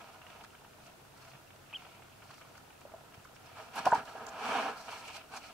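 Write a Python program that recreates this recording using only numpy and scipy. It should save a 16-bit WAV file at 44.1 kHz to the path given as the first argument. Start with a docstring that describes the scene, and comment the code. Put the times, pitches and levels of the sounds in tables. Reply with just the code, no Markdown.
"""In a quiet room, close by, a thumb lets the glossy pages of a hardcover book go one by one.
Each edge flicks free and pops the wedge of air between the sheets. Paper rubs on paper in many tiny
catches and slips, and the thumb squeaks once. Then the hand takes a new grip: the block of pages knocks
and slides before the flipping goes on. Ventilation and a far motor hum softly underneath."""
import sys
import numpy as np
from scipy import signal
from scipy.fft import irfft
from scipy.io import wavfile
from scipy.ndimage import uniform_filter1d

SR = 44100
rng = np.random.default_rng(int(sys.argv[2]) if len(sys.argv) > 2 else 0)


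def store_pcm(level_fs):
    """Save levels as 16-bit WAV."""
    pcm = np.round(np.clip(level_fs, -1, 1) * 32767).astype(np.int16)
    wavfile.write(sys.argv[1], SR, np.atleast_2d(pcm).T)


N = 243890


def gain_of(db):
    return 10 ** (np.asarray(db) / 20)


def unit_rms(x):
    return x / np.sqrt(np.mean(x ** 2) + 1e-20)


def unit_peak(x):
    return x / abs(x).max()


def curve_at(points, hz):
    point_hz, value = np.transpose(points)
    return np.interp(np.log(hz + 1), np.log(point_hz + 1), value)


def add(mix, start_s, sound):
    part = mix[..., round(start_s * SR):][..., :sound.shape[-1]]
    part += sound[..., :part.shape[-1]]


def filtered(x, kind, hz, order=3):
    return signal.lfilter(*signal.butter(order, hz, kind, fs=SR), x)


def ring(x, resonances):
    """Make x ring at each (pitch_hz, width_hz, level_db); neighbours get opposite signs."""
    out = 0
    for k, (hz, width_hz, db) in enumerate(resonances):
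        b, a = signal.iirpeak(min(hz, SR / 2.2), hz / width_hz, SR)
        out = out + (-1) ** k * gain_of(db) * signal.lfilter(b, a, x)
    return unit_rms(out)


# The room's noise from bass to treble: pitch_hz, level_db
ROOM_TONE = [(15, -31), (25, -14), (50, -3.5), (80, -1), (160, -1), (310, -2), (500, -2.5), (700, -4),
             (1000, -6.5), (1500, -7), (2000, -12), (2500, -12), (4000, -15), (15600, -22)]
# How alike that noise is left and right: pitch_hz, likeness (1 = the same)
ROOM_LIKENESS = [(30, 0.97), (100, 1), (300, 0.21), (800, 0.017), (2000, 0.018), (5000, 0.087)]


def room(level_db=-58):
    """Ventilation rumbles and the microphones hiss, a little unevenly."""
    frames, hz = N // 256 + 5, np.fft.rfftfreq(1024, 1 / SR)
    a, b, c, d, patches = rng.standard_normal((frames, 513, 5)).T
    patches = unit_rms(uniform_filter1d(uniform_filter1d(patches, 10, 0), 14, 1))
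    likeness = curve_at(ROOM_LIKENESS, hz)[:, None]
    left = a + 1j * b
    right = likeness * left + np.sqrt(1 - likeness ** 2) * (c + 1j * d)
    spectrum = np.array([left, right]) * gain_of(curve_at(ROOM_TONE, hz)[:, None] + 0.11 * patches)
    noise = signal.istft(spectrum, nperseg=1024, noverlap=768)[1][:, :N]
    return gain_of(level_db) * unit_rms(noise)


# How the motor's hum comes and goes: time_s, level_db
MOTOR_LEVELS = [(0, -71), (.6, -72.5), (1.3, -65.5), (2, -66.5), (3.2, -68.5), (3.6, -66.5), (5.53, -74.5)]
# Its two low notes: pitch_hz, width_hz, level_db
MOTOR_NOTES = [(94.5, 18.5, -2.2), (139.1, 10.3, -1.3)]


def far_motor():
    """A wavering hum: noise squeezed into two narrow, low bands."""
    hum = ring(ring(rng.standard_normal(N), MOTOR_NOTES), MOTOR_NOTES)
    level_db = np.interp(np.arange(N) / SR, *np.transpose(MOTOR_LEVELS))
    return hum * gain_of(level_db)


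def wall_echoes(x, fade_s=0.083):
    """The walls send back a short tail of echoes, different left and right."""
    t = np.arange(6000) / SR
    echoes = rng.standard_normal((2, len(t))) * (rng.random((2, len(t))) < .06)
    echoes *= gain_of(-60 * t / fade_s) * (t > .003)
    echoes /= np.linalg.norm(echoes[0])
    return signal.oaconvolve(filtered(x, "high", 700, order=2)[None], echoes, axes=1)[:, :N]


# The cover bumps in the hand: start_s, level_db, pitch_hz
COVER_BUMPS = [(1.347, -52, 120), (3.176, -47, 131), (3.197, -56, 124), (3.801, -40, 231),
               (3.862, -33, 244), (3.885, -43, 141), (3.922, -36.5, 171), (3.949, -39, 220),
               (3.976, -45.5, 148)]


def cover_bumps():
    """Each bump is a soft, low push of little more than one wave."""
    out, t = np.zeros(N), np.arange(4000) / SR
    for start_s, db, hz in COVER_BUMPS:
        swell = t ** 2 * np.exp(-t * hz / .3)
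        add(out, start_s, gain_of(db) * unit_peak(swell * np.sin(2 * np.pi * hz * t)))
    return out


# The path of the squeak: time_s, pitch_hz, level_db
SQUEAK_PATH = [(1.734, 2330, -61), (1.738, 2530, -39), (1.742, 2500, -44), (1.745, 3030, -42),
               (1.752, 3210, -40), (1.7555, 3320, -44), (1.761, 3130, -36.5), (1.767, 2960, -44.5),
               (1.774, 2750, -50)]


def thumb_squeak():
    """Skin sticks and slips in step on glossy paper: a slightly rough tone that arches up."""
    times, hz, db = np.transpose(SQUEAK_PATH)
    t, out = np.arange(times[0], times[-1], 1 / SR), np.zeros(N)
    grip = 1 + 0.039 * unit_rms(uniform_filter1d(rng.standard_normal(len(t)), 60))
    tone = np.sqrt(2) * grip * np.sin(2 * np.pi * np.cumsum(np.interp(t, times, hz)) / SR)
    add(out, times[0], tone * gain_of(np.interp(t, times, db)))
    return out


# How wide the paper sounds: pitch_hz, side_db (compared with the middle)
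PAGE_WIDTH = [(60, -17.5), (150, -35), (380, -59), (950, -16.5), (2380, -3), (5980, -2), (15000, -10)]


def spread(pair):
    """Contacts lie all along the page: one stream is the middle, the other widens the treble."""
    side_gain = gain_of(curve_at(PAGE_WIDTH, np.fft.rfftfreq(512, 1 / SR)))
    side_filter = np.roll(irfft(side_gain), 256) * np.hanning(512)
    side = signal.oaconvolve(pair[1], side_filter, "same")
    return np.array([pair[0] + side, pair[0] - side])


def slips(size, per_s, uneven_db, clump_db):
    """Paper catches and lets go: two streams of uneven clicks, bunched in clumps of about 15 ms."""
    clicks = rng.standard_normal((2, size))
    clicks *= gain_of(uneven_db * np.minimum(rng.exponential(1, (2, size)), 4))
    clumps = unit_rms(uniform_filter1d(uniform_filter1d(rng.standard_normal(size), 500), 500))
    happens = rng.random((2, size)) < per_s / SR
    return clicks * happens * gain_of(clump_db * clumps)


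# Where a sheet rings in the treble: pitch_hz, width_hz, level_db
SHEET_RINGS = [(3470, 580, -13), (4310, 520, 5), (5700, 870, 3), (7700, 3200, -3), (11400, 8700, -13.5)]


def sheet_hiss(clicks, waver_db=0.76):
    """Each band of the hiss swells and sinks on its own as the sheet bends."""
    treble = filtered(clicks, "high", 3300)  # the sheet gives off no bass
    size, out = clicks.shape[-1], 0
    bends = rng.standard_normal((len(SHEET_RINGS), size // 2000 + 2))
    for k, ((hz, width_hz, db), bend) in enumerate(zip(SHEET_RINGS, bends)):
        drift = np.interp(np.arange(size) / 2000, np.arange(len(bend)), bend)
        band = np.sqrt(width_hz) * ring(treble, [(hz, width_hz, 0)])
        out = out + (-1) ** k * gain_of(db + waver_db * drift) * band
    return unit_rms(out)


# Where the book's body, page gaps, thumb gap and cover ring: pitch_hz, width_hz, level_db
BODY_RINGS = [(660, 66, 1.5), (790, 51, 10.5), (893, 81, 8), (1057, 127, 5.5), (1177, 99, 6),
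              (1350, 92, 3.5), (1500, 126, 6), (1640, 170, 3)]
GAP_RINGS = [(660, 98, 0), (850, 200, 0.5), (1380, 230, -1.5), (2665, 340, -4)]
THUMB_RINGS = [(2308, 280, 1.5), (2850, 495, 2.06), (3193, 1040, -2)]
COVER_RINGS = [(230.5, 115, -2), (463, 173, -1)]


def paper_friction(size, clump_db, thumb_db, hiss_db):
    """Coarse slips ring the book's body, thumb gap and cover; fine slips make the sheet hiss."""
    coarse = slips(size, per_s=6000, uneven_db=0.72, clump_db=clump_db)
    fine = slips(size, per_s=15000, uneven_db=1.0, clump_db=clump_db)
    low = ring(filtered(coarse, "low", 1900), [(1030, 3500, 0)])
    lightness = np.clip(clump_db / 4.4, 0, 1)  # a light, clumpy touch brings out the loose gaps
    body = np.sqrt(1 - lightness) * ring(low, BODY_RINGS)
    gaps = np.sqrt(lightness) * ring(low, [GAP_RINGS[0], GAP_RINGS[2]])
    high = ring(filtered(coarse, "high", 2150), [(2530, 1280, 0)])
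    thumb = gain_of(thumb_db) * ring(high, THUMB_RINGS)
    notched = signal.lfilter(*signal.iirnotch(350, 3.0, SR), coarse)
    cover = gain_of(-20 - 0.5 * hiss_db) * ring(ring(notched, COVER_RINGS), COVER_RINGS)
    return spread(body + gaps + cover + thumb + gain_of(hiss_db) * sheet_hiss(fine))


# Sheets slide past each other: peak_s, level_db, rise_s, fall_s, thumb_db, hiss_db
# (the last two are compared with level_db)
SLIDES = [(0.01, -56, 0.055, 0.31, -7.5, -11.5), (0.3, -55.5, 0.058, 0.22, -7, -13.5),
          (0.878, -63.5, 0.13, 0.063, -3, -6.5), (1.254, -60, 0.11, 0.16, -5, -5.5),
          (1.79, -62, 0.13, 0.3, 0.5, -9.5), (2.318, -62.5, 0.14, 0.35, -5.5, -5.5),
          (2.566, -62.5, 0.056, 0.031, -5.5, -11), (3.0, -67, 0.67, 0.95, -23, -32),
          (3.146, -58.5, 0.0132, 0.017, -2, -11), (3.455, -62.5, 0.067, 0.4, -3.5, -10),
          (3.576, -48, 0.018, 0.17, -10, -14.5), (3.745, -50.5, 0.019, 0.043, -8, -7),
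          (3.8, -46.5, 0.0157, 0.079, -4.5, -10.5), (3.87, -32.5, 0.025, 0.035, -15, -16.5),
          (3.96, -35, 0.085, 0.068, -13.5, -19.5), (4.085, -49, 0.041, 0.11, -9.5, -12.5),
          (4.17, -47.5, 0.062, 1, -15.5, -19.5), (4.47, -37.5, 0.11, 0.22, -10.5, -16),
          (4.58, -33.5, 0.19, 0.14, -8.5, -18), (4.69, -38, 0.16, 0.05, -16, -20.5),
          (4.8, -53, 0.068, 0.16, -7, -5), (4.885, -47.5, 0.014, 0.06, -5, -14),
          (4.93, -46, 0.05, 0.0605, -4.5, -9), (5.0, -53.5, 0.15, 0.125, -4, -5.5),
          (5.085, -51.5, 0.065, 0.064, 0.5, -4), (5.16, -54, 0.14, 0.079, 1.5, -4.5),
          (5.449, -57.5, 0.19, 0.31, -2, -5)]


def slide_levels(drop_db=14, roundness=1.37, rest_db=-72.5):
    """Slides swell, fade and add up: the levels in dB of the rub, thumb scrape and hiss."""
    t = np.arange(0, N / SR + .01, .002)
    power = gain_of(2 * (rest_db + np.array([[0], [-9], [-17]])))  # pages never lie quite still
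    for peak_s, db, rise_s, fall_s, thumb_db, hiss_db in SLIDES:
        from_peak = abs(t - peak_s) / np.where(t < peak_s, rise_s, fall_s)
        level_db = db - drop_db * from_peak ** roundness
        power = power + gain_of(2 * (level_db + np.array([[0], [thumb_db], [hiss_db]])))
    return [np.interp(np.arange(N) / SR, t, 10 * np.log10(p)) for p in power]


def page_rub():
    """Sheets slide under the thumb; a firm slide touches in many spots and sounds smoother."""
    rub_db, thumb_db, hiss_db = slide_levels()
    clump_db = np.interp(rub_db, [-60, -42], [2.4, .4])
    return gain_of(rub_db) * paper_friction(N, clump_db, thumb_db - rub_db, hiss_db - rub_db)


# Short scrapes before a page slips off: start_s, length_s, level_db, starting_hiss_db
EDGE_SCRAPES = [(3.749, 0.044, -36, -19), (5.141, 0.029, -51, -6), (5.302, 0.074, -44, -15)]


def edge_scrapes():
    """Each scrape grows, brightens and dies quickly when the edge comes free."""
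    out = np.zeros((2, N))
    for start_s, length_s, db, hiss_db in EDGE_SCRAPES:
        progress = np.arange(0, length_s + 0.013, 1 / SR) / length_s
        growing = np.minimum(progress * 4, 1) * gain_of(7.3 * (progress - 1))
        swell = np.where(progress < 1, growing, gain_of(-70 * (progress - 1)))
        rising_db = hiss_db + 8 * np.minimum(progress, 1)
        scrape = paper_friction(len(progress), clump_db=0, thumb_db=-9.5, hiss_db=rising_db)
        add(out, start_s, gain_of(db) * swell * scrape)
    return out


def edge_crackle(per_s=160):
    """Tiny random edge snaps each pop one gap between the pages."""
    snaps = gain_of(3.8 * np.minimum(rng.exponential(1, (2, N)), 3)) * (rng.random((2, N)) < per_s / SR)
    which_gap, pops = rng.integers(0, len(GAP_RINGS), N), 0
    for k, (hz, width_hz, db) in enumerate(GAP_RINGS):
        broad = ring(snaps * (which_gap == k), [(hz, 2 * width_hz, 0)])
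        pops = pops + gain_of(db) * ring(broad, [(hz, width_hz, 0)])
    clicks = filtered(snaps, "band", [550, 3200])
    level_db = np.clip(slide_levels()[0], -62, -55) - 5.5  # follows the rub, lost under a firm slide
    return gain_of(level_db) * spread(unit_rms(pops) + 0.2 * unit_rms(clicks))


# Thin cracks of a sheet's corner: peak_s, level_db, pitch_hz, half_length_s
CORNER_TICKS = [(0.303, -51, 3830, 0.00275), (0.439, -47, 4050, 0.0028), (0.447, -46, 4080, 0.0027),
                (0.868, -51.5, 6190, 0.0043), (1.178, -54, 4300, 0.0057), (1.25, -53, 5000, .006),
                (1.562, -54, 4500, 0.00274), (2.31, -50.5, 4320, 0.0052), (2.343, -50, 3500, .004),
                (2.578, -48, 4500, 0.0045), (2.811, -51, 8000, 0.0039), (3.146, -52, 5400, 0.0053),
                (3.246, -52, 5220, 0.0055), (3.356, -54, 5660, 0.017), (3.463, -51, 5370, 0.0083),
                (3.76, -41, 13500, 0.0068), (3.775, -44, 10900, .01), (3.795, -46, 6500, .004),
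                (3.857, -29.5, 5650, 0.003), (3.915, -41.5, 8000, 0.0057), (3.95, -36, 4700, .004),
                (4.055, -45.5, 4200, 0.0023), (4.267, -36, 7370, 0.002), (4.29, -42.5, 7500, 0.0072),
                (4.776, -45.5, 4300, 0.0036), (5.082, -44, 7600, .006), (5.175, -55, 4470, .004),
                (5.369, -43, 7000, 0.0068)]


def corner_ticks():
    """A corner cracks: a very short burst of noise with a hint of pitch."""
    out, t = np.zeros((2, N)), np.arange(2000) / SR
    for peak_s, db, hz, half_s in CORNER_TICKS:
        burst = rng.standard_normal((2, len(t))) * np.exp(-(t / half_s - 2) ** 2)
        crack = ring(burst, [(hz, 800, 0), (5200, 5000, -8)])
        crack = spread(filtered(crack, "high", 2200, order=2))
        add(out, peak_s - 2 * half_s, gain_of(db) * unit_peak(crack))
    return out


def page_snap(hz, edge_db, ring_s, hollow, rise_s, flutter):
    """An edge snaps, shaking the book, and the air wedge rings, fading 60 dB in ring_s."""
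    t = np.arange(3000) / SR
    snap = 0.45 * rng.standard_normal((2, len(t))) * np.exp(-t / .004) * (1 - np.exp(-t / 0.00083))
    snap[0, 0] -= 1  # one sharp release ahead of the small slips
    pop = np.sin(2 * np.pi * hz * t) * gain_of(-60 * t / ring_s) * (1 - np.exp(-(t / rise_s) ** 2))
    pop = filtered(pop, "high", 450, order=2)  # an open wedge holds no bass
    after_pops = signal.oaconvolve(snap[1], pop)[:len(t)]  # the small slips pop it again
    wedge = unit_peak(unit_peak(pop) + flutter * unit_peak(after_pops))
    click = filtered(snap[0], "band", [500, 1800])
    knock = unit_peak(unit_peak(click) + .5 * unit_peak(ring(click, BODY_RINGS)))
    edge = unit_peak(spread(ring(filtered(snap, "band", [2250, 3400]), THUMB_RINGS)))
    return hollow * wedge + (1 - hollow) * knock + gain_of(edge_db) * edge


# The block of pages slaps down: start_s, level_db, pitch_hz, edge_db (compared with level_db), ring_s
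BLOCK_SLAPS = [(3.855, -28.5, 1420, -1, 0.012), (3.86, -27, 884, -25, 0.021), (3.865, -18, 687, -33, 0.024),
               (3.869, -20, 1030, -34, 0.045), (3.872, -15, 750, -39, 0.022),
               (3.917, -20.5, 946, -27, 0.075), (3.921, -20, 1500, -37, 0.0087),
               (3.926, -16.5, 710, -40, 0.0065), (3.931, -14, 885, -42, 0.0046),
               (3.9312, -13, 937, -43.5, 0.045), (3.952, -20.5, 890, -18, 0.025)]


def block_slaps():
    """Many pages land together with a hollow knock, mostly the ring of the air wedge."""
    out = np.zeros((2, N))
    for start_s, db, hz, edge_db, ring_s in BLOCK_SLAPS:
        slap = page_snap(hz, edge_db, ring_s, hollow=0.91, rise_s=0.0015, flutter=0)
        add(out, start_s, gain_of(db) * slap)
    return out


# Single page edges let go: start_s, level_db, pitch_hz, edge_db (compared with level_db)
PAGE_FLICKS = [(0.012, -47, 1340, -2.5), (0.142, -51, 1440, -2.5), (0.215, -43, 1290, -3),
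               (0.248, -50, 800, -11), (0.305, -48, 1290, -11), (0.329, -53, 1410, -3),
               (0.482, -53, 1290, -12), (0.518, -54, 1350, -9), (2.054, -58, 1350, -11),
               (2.272, -57, 1350, -13), (0.265, -43, 1250, -2.5), (0.299, -48.5, 800, 1),
               (0.36, -48, 1400, -7), (0.408, -44.5, 850, -3), (0.439, -41, 1164, -12),
               (0.447, -42.5, 1640, -6), (0.549, -47, 630, -2), (0.647, -44, 1390, -10),
               (0.73, -51, 1300, -7), (0.859, -49.5, 660, 0), (0.917, -51, 1300, -5),
               (1.051, -55, 1450, -15), (1.202, -52, 1100, -4.5), (1.248, -43.5, 1140, -8),
               (1.233, -49, 1110, -16), (1.315, -49, 1400, -1), (1.333, -47, 705, -3),
               (1.351, -44.5, 1610, -7.5), (1.504, -50.5, 860, 2), (1.56, -54, 1300, -2),
               (1.64, -49, 1480, -20), (1.706, -56, 790, 4), (1.727, -39.5, 1280, -2.5),
               (1.741, -44.5, 1300, -9), (1.819, -47.5, 1040, 1), (1.848, -41, 1350, -7),
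               (1.866, -44, 940, -13), (1.917, -50, 1400, -8), (2.021, -42.5, 1350, -7.5),
               (2.08, -54, 1270, -6), (2.22, -46, 1400, -5), (2.228, -48, 1500, -10),
               (2.306, -40.5, 1140, -17), (2.309, -40.5, 1350, -8), (2.34, -46, 1250, -7.5),
               (2.38, -45.5, 1310, -12), (2.412, -41.5, 1260, -6.5), (2.418, -47, 1380, -4),
               (2.449, -45, 1100, -14), (2.552, -43.5, 1410, -6), (2.579, -42.5, 1420, -19),
               (2.702, -46, 750, -3), (2.728, -46.5, 1270, -7), (2.813, -43, 1350, -8),
               (2.852, -38.5, 575, -33), (2.874, -49.5, 577, -24), (2.918, -43, 640, -10),
               (2.938, -40, 690, -34), (2.944, -40.5, 680, -30), (2.962, -44.5, 635, -15),
               (2.985, -49, 1500, -12), (3.008, -48, 680, -20), (3.053, -54.5, 1460, -13),
               (3.084, -51, 1400, -12), (3.362, -46, 1670, -5), (3.144, -48, 1520, -9),
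               (3.174, -47, 606, -11), (3.25, -42.5, 1400, -18), (3.254, -41, 1170, -18),
               (4.152, -36.5, 644, -32), (4.881, -39, 875, -14), (4.931, -33, 960, -16)]


def page_flicks(ring_cycles=12):
    """A page springs off the thumb; the duller its edge, the more the air wedge rings."""
    out = np.zeros((2, N))
    for start_s, db, hz, edge_db in PAGE_FLICKS:
        hollow = np.clip(0.29 - 0.03 * edge_db, 0, 1)
        flick = page_snap(hz, edge_db, ring_cycles / hz, hollow, rise_s=0.00061, flutter=.25)
        add(out, start_s, gain_of(db) * flick)
    return out


def scene():
    """The book and its faint echo over the quiet room."""
    book = page_rub() + edge_scrapes() + edge_crackle() + corner_ticks() + block_slaps() + page_flicks()
    book *= gain_of([[-.6], [.6]])  # the thumb is nearer the right microphone
    book[0] = np.roll(book[0], 1)  # so the left hears it a moment later
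    echoes = gain_of(-9.5) * wall_echoes(book.mean(0))
    return room() + far_motor() + echoes + cover_bumps() + thumb_squeak() + book


def record(dry):
    """Cut away the very highest treble."""
    low_pass = signal.firwin(1535, 15730, window=("kaiser", 9), fs=SR)
    return signal.oaconvolve(dry, low_pass[None], "same")


dry = scene()
out = record(dry)
store_pcm(out)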